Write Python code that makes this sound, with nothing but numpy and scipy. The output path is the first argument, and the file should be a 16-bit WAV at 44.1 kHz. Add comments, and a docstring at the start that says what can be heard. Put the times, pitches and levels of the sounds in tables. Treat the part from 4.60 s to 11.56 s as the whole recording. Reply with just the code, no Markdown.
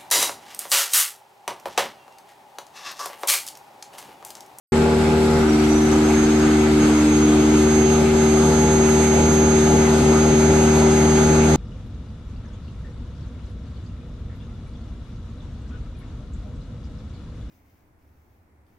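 """A four-cylinder diesel near 2300 rpm drives a truck's vacuum pump in a metal-walled workshop.
From the start: exhaust drone, clatter and rushing air, the governor hunting about four times a second.
Near 1 s the load eases, the drone changes colour and a thin whistle winds up to hold near 6.45 kHz.
By 4 s the load is back. At 5.4 s the sound skips briefly, like a small glitch."""
import sys
import numpy as np
from scipy import signal
from scipy.fft import rfft, irfft, next_fast_len
from scipy.io import wavfile
from scipy.ndimage import uniform_filter1d, map_coordinates

SR = 44100
rng = np.random.default_rng(int(sys.argv[2]) if len(sys.argv) > 2 else 0)


def put_to_file(sound):
    """Save the sound as 16-bit audio at rate SR, in the file named by the first command-line argument."""
    columns = np.atleast_2d(sound).T  # one column per channel
    safe = np.clip(columns, -1, 1)
    whole_steps = np.round(safe * 32767)
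    wavfile.write(sys.argv[1], SR, whole_steps.astype(np.int16))


N = 306936
TIME = np.arange(N) / SR

# Relative noise levels: time_s, clatter_db, air_db
NOISE_LEVELS = [(0.15, -33, -41.5), (1.0, -32, -41), (2.0, -31.5, -40.5), (3.0, -32, -40.5),
                (3.8, -32.5, -39.5), (4.8, -31.5, -39), (5.7, -31, -39.5), (6.4, -31.5, -39.5),
                (6.96, -30.5, -38.5)]


def amp(db):
    """Decibels to gain."""
    return 10 ** (np.asarray(db) / 20)


def unit(x):
    """x at rms 1."""
    return x / np.sqrt(np.mean(x ** 2) + 1e-20)


def along(points, hz):
    """Interpolate (freq_hz, value) rows on a log axis."""
    freqs_hz, values = np.transpose(points)
    return np.interp(np.log(hz + 1), np.log(freqs_hz + 1), values)


def curves(rows):
    """One per-sample curve for each column after time_s."""
    times_s, *columns = np.transpose(rows)
    return [np.interp(TIME, times_s, column) for column in columns]


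def wobble(knots_per_s):
    """Smooth random curve."""
    return map_coordinates(rng.standard_normal(4096), [TIME * knots_per_s], mode="wrap")


def filtered(x, response):
    """Filter x by response(hz)."""
    size = next_fast_len(N + SR // 2)
    return irfft(rfft(x, size) * response(np.fft.rfftfreq(size, 1 / SR)), size)[..., :N]


def panned(x, pan_db):
    """Equal-power stereo, left louder by pan_db."""
    left, right = amp(pan_db / 2), amp(-pan_db / 2)
    return np.array([x * left, x * right]) / np.sqrt((left ** 2 + right ** 2) / 2)


def patchy_noise(patchy_db):
    """Two noises with random gain patches in time and frequency."""
    spectra = signal.stft(rng.standard_normal((2, N)), nperseg=512)[2]
    patches = uniform_filter1d(rng.standard_normal(spectra.shape[1:]), size=7, axis=0)
    patches = uniform_filter1d(patches, size=12, axis=1)
    return unit(signal.istft(spectra * amp(patchy_db * unit(patches)), nperseg=512)[1][:, :N])


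def diffuse(pair, spectrum):
    """Two unrelated signals to a stereo field of rms 1, shaped by spectrum, rippled by near echoes."""
    # Left-right likeness: freq_hz, correlation
    likeness = [(40, .88), (250, .93), (500, .7), (900, .5), (1600, .3), (4500, .15), (5400, -.25),
                (7200, .4), (7900, .98), (8400, .7), (9300, -.99), (10200, -.99), (11100, .98)]
    # Echoes off the truck frame and near wall: delay_s, gain
    near_echoes = [(.0019, 0.14), (.0037, -0.12), (.0071, .14), (0.0123, 0.12)]

    def response(hz):
        width_rad = np.arccos(np.clip(along(likeness, hz), -1, 1)) / 2
        echoes = sum(gain * np.exp(-2j * np.pi * hz * delay_s) for delay_s, gain in near_echoes)
        ripple = 1 + echoes / (1 + (hz / 3500) ** 2)  # short waves scatter instead
        return amp(along(spectrum, hz)) * ripple * [np.cos(width_rad), np.sin(width_rad)]
    mid, side = filtered(pair, response)
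    return unit(np.array([mid + side, mid - side]))


def rushing_air():
    """Steady hiss of the fan and pump outlet."""
    # Hiss spectrum: freq_hz, density_db
    spectrum = [(1500, 10), (3000, 6), (4200, 8.5), (5300, 5), (6200, 7), (6950, 6), (7300, 10.5),
                (7600, 5), (8200, 7.5), (9600, -2), (10500, 1), (11500, 2), (12200, -33)]
    hiss = diffuse(patchy_noise(patchy_db=0.9), spectrum)
    _, air_db = curves(NOISE_LEVELS)
    return hiss * amp(air_db + 6.5 + 0.89 * wobble(16))


def spool(start_hz=4660, climb_hz_per_s=1220, climb_s=1.2, settle_per_s=2.2, swing_hz=0.43):
    """Whistle pitch in Hz: the rotor climbs linearly, overshoots and settles."""
    climb_hz = start_hz + climb_hz_per_s * TIME
    hold_hz = 6444 + 2.5 * TIME
    gap_hz = start_hz + climb_hz_per_s * climb_s - hold_hz
    since_s = np.maximum(TIME - climb_s, 0)
    omega = 2 * np.pi * swing_hz
    overrun_hz = (climb_hz_per_s + settle_per_s * gap_hz) / omega
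    offset_hz = gap_hz * np.cos(omega * since_s) + overrun_hz * np.sin(omega * since_s)
    return np.where(TIME < climb_s, climb_hz, hold_hz + offset_hz * np.exp(-settle_per_s * since_s))


def whistle(waver_hz=2.6, steady_echo=0.033, glide_echo=1.73, right_lead_rad=1.6):
    """Fast rotor, likely the turbo; random fading mimics wall echoes beating with it as it glides."""
    # Level at the moving listener: time_s, left_db, right_db
    ear_levels = [(0.95, -48, -35), (1.02, -50, -41), (1.15, -38, -29.5), (1.42, -39, -34),
                  (1.58, -37, -29), (1.73, -38, -35), (1.85, -40, -36), (2.0, -35, -34), (2.1, -44, -42),
                  (2.16, -46, -45), (2.21, -41, -34), (2.38, -39, -31.5), (2.45, -44, -34),
                  (2.53, -30, -28.5), (2.76, -41, -32), (2.97, -33, -30.5), (3.17, -38, -24),
                  (3.35, -42, -27), (3.43, -42, -35), (3.52, -42, -35), (3.62, -41, -27),
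                  (3.92, -43, -24.5), (4.2, -33, -24), (4.48, -39, -24), (4.67, -28, -23), (4.95, -37, -24),
                  (5.12, -29, -25), (5.4, -35, -30), (5.6, -32, -25.5), (6.3, -32.5, -26.5),
                  (6.6, -30.5, -24.5), (6.96, -41, -25.7)]
    # Faint until the rotor is fast enough: pitch_hz, gain_db
    speed_gain = [(4700, -24), (5680, -9), (5810, 0), (6150, -2), (6440, -.5)]
    pitch_hz = spool()
    sweep = np.abs(np.gradient(pitch_hz))
    echo = steady_echo + glide_echo * np.sqrt(sweep / sweep.max())
    beats = np.array([wobble(42) + 1j * wobble(42) for ear in range(2)])
    fading = (1 + echo * beats) / np.sqrt(1 + 2 * echo ** 2)
    phase = 2 * np.pi * np.cumsum(pitch_hz + waver_hz * wobble(39)) / SR
    tone = np.sqrt(2) * np.real(fading * np.exp(1j * np.array([phase, phase + right_lead_rad])))
    return tone * amp(np.array(curves(ear_levels)) + along(speed_gain, pitch_hz))


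def governor(hunt_hz=3.88, first_surge_s=0.252, depth_hz=0.15, unloaded_hz=75.7, load_span_hz=1.55):
    """Firing rate hunts and wanders about the set speed; load (0-1) goes with it."""
    # Governed speed as the pump load eases and returns: time_s, firing_hz
    set_speed = [(0.12, 77.1), (0.33, 77.25), (0.46, 76.9), (0.58, 77.2), (0.76, 77.3), (0.94, 76.05),
                 (1.15, 76.2), (1.3, 76.28), (1.45, 76.1), (1.82, 76.12), (2.04, 76.3), (2.18, 76.1),
                 (2.35, 75.66), (2.47, 75.82), (2.68, 76.0), (2.87, 75.94), (3.3, 76.66), (3.5, 76.72),
                 (3.79, 76.55), (3.89, 77.15), (4.12, 77.05), (4.28, 76.78), (4.65, 77.0), (4.9, 76.9),
                 (5.0, 76.7), (5.1, 76.93), (5.5, 76.82), (5.96, 77.0), (6.07, 76.72), (6.55, 76.85),
                 (6.8, 77.1), (6.96, 77.15)]
    set_hz, = curves(set_speed)
    hunt = np.cos(2 * np.pi * hunt_hz * (TIME - first_surge_s))
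    firing_hz = set_hz + depth_hz * hunt + 0.0494 * wobble(14)
    return firing_hz, np.clip((firing_hz - unloaded_hz) / load_span_hz, 0, 1)


def clatter(firings, load, knock_share=0.23, cylinder_db=0.5, unloaded_db=-3.0):
    """Knocks and valve gear repeat every four firings, in combustion noise; all pulse with the pistons."""
    # Clatter spectrum: freq_hz, density_db
    spectrum = [(20, -31), (33, 2), (120, 2.5), (250, 7), (370, 7.5), (450, 2.5), (580, -2), (850, 3),
                (1050, -7.5), (1300, -1.3), (1750, -9), (2200, -7.5), (3000, -13.5), (5200, -19.5),
                (9000, -53)]
    cycles = rng.standard_normal((2, 2300))
    position = (firings / 4 % 1) * cycles.shape[1] + 3 * wobble(60)
    knocks = np.array([map_coordinates(cycle, [position], mode="grid-wrap") for cycle in cycles])
    combustion = patchy_noise(patchy_db=2.0)
    mix = np.sqrt(knock_share) * knocks + np.sqrt(1 - knock_share) * combustion
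    imbalance = np.array([1, -1, 0.5, -0.5])[firings.astype(int) % 4]
    angle = 2 * np.pi * firings
    pulsing = (1 + 0.062 * np.cos(angle) - 0.087 * np.cos(2 * angle)) * amp(cylinder_db * imbalance)
    body = diffuse(mix * pulsing, spectrum)
    # The lows swell slowly with load.
    slow_load = uniform_filter1d(load, size=SR // 2)
    lows = filtered(body, lambda hz: 1 / (1 + (hz / 950) ** 4))
    body += lows * (amp(unloaded_db * (1 - slow_load)) - 1)
    clatter_db, _ = curves(NOISE_LEVELS)
    return body * amp(clatter_db + 8.5 + 0.12 * wobble(17))


def exhaust(firings, load, nominal_hz=77.1, skip_s=5.425, dispersion_rad=0.85):
    """Drone of firing-rate orders; load shifts their levels, and high orders flutter more."""
    # Unloaded to full: load_fraction
    load_steps = [0, .13, .42, .61, 1]
    # Drone partials: order, level_db at each of five load steps, drift_db_per_s as the listener moves
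    partials = [(1, -28.5, -27.5, -26, -27, -24.5, 0.5), (2, -31, -27.5, -27.5, -26.5, -23, 0.49),
                (2.5, -51, -52, -56, -36.5, -34.5, 0.28), (3, -21, -19.5, -19.5, -19.5, -21, 0.087),
                (4, -16.5, -17.5, -20.5, -29.5, -28, 0.56), (5, -29, -23, -20, -18.5, -21, 0.27),
                (6, -34, -33, -46, -40, -28, -.2), (7, -44, -50, -40, -40.5, -32.5, 0.36),
                (8, -37.5, -49, -54, -41.5, -39, 0.39), (9, -44, -52, -64, -48.5, -35, 0.076),
                (10, -49, -41.5, -36.5, -37.5, -40, 0.00075), (11, -55, -46, -43, -37, -29.5, 0.56),
                (16, -46, -45, -55, -42, -56, 0), (17, -52, -51, -42, -44.5, -55, 0.18),
                (18, -41, -50, -47, -48, -42, 0.085)]
    # Standing waves favour one ear: freq_hz, left_over_right_db
    balance = [(230, -.5), (310, 0), (385, 4.5), (460, 0), (540, 2.4), (700, -.5), (850, 2.7)]
    # They also shift phase between the ears: freq_hz, left_lead_rad
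    phase_lead = [(77, .14), (154, 0), (305, 0), (385, -.35), (460, 0), (540, -.3), (615, .55), (700, -.3),
                  (850, -.55)]
    drone = np.zeros((2, N))
    skipped = np.clip((TIME - skip_s) / 0.014 + 0.5, 0, 1)
    for order, *levels_db, drift_db_per_s in partials:
        level_db = np.interp(load, load_steps, levels_db) + drift_db_per_s * (TIME - TIME.mean())
        level_db += 0.26 * np.sqrt(order) * wobble(16)
        jitter_rad = 0.003 * order ** 1.5 * wobble(30)
        skip_cycles = (0.5 - 0.22 * order) % 1 - 0.5
        muffler_rad = dispersion_rad * order ** 2  # smears each puff into a downward chirp
        phase = 2 * np.pi * (order * firings + skip_cycles * skipped) + muffler_rad + jitter_rad
        pitch_hz = order * nominal_hz
        shift_rad = along(phase_lead, pitch_hz) / 2
        gains = panned(np.sqrt(2) * amp(level_db), along(balance, pitch_hz))
        drone -= gains * np.cos([phase + shift_rad, phase - shift_rad])
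    return drone


def scene():
    """One crankshaft drives drone and clatter; air and whistle lie over them."""
    firing_hz, load = governor()
    firings = np.cumsum(firing_hz + 0.073 * wobble(24.76)) / SR
    leftward = amp([[0.4], [-0.4]])
    return exhaust(firings, load) + leftward * clatter(firings, load) + rushing_air() + whistle()


def record(dry, start_s=0.12, fade_s=0.003, top_hz=11900):
    """Fast fade-in, then a brick-wall low-pass."""
    fade_in = np.clip((TIME - start_s) / fade_s, 0, 1)
    return filtered(dry * fade_in, lambda hz: hz < top_hz)


dry = scene()
out = record(dry)
put_to_file(out)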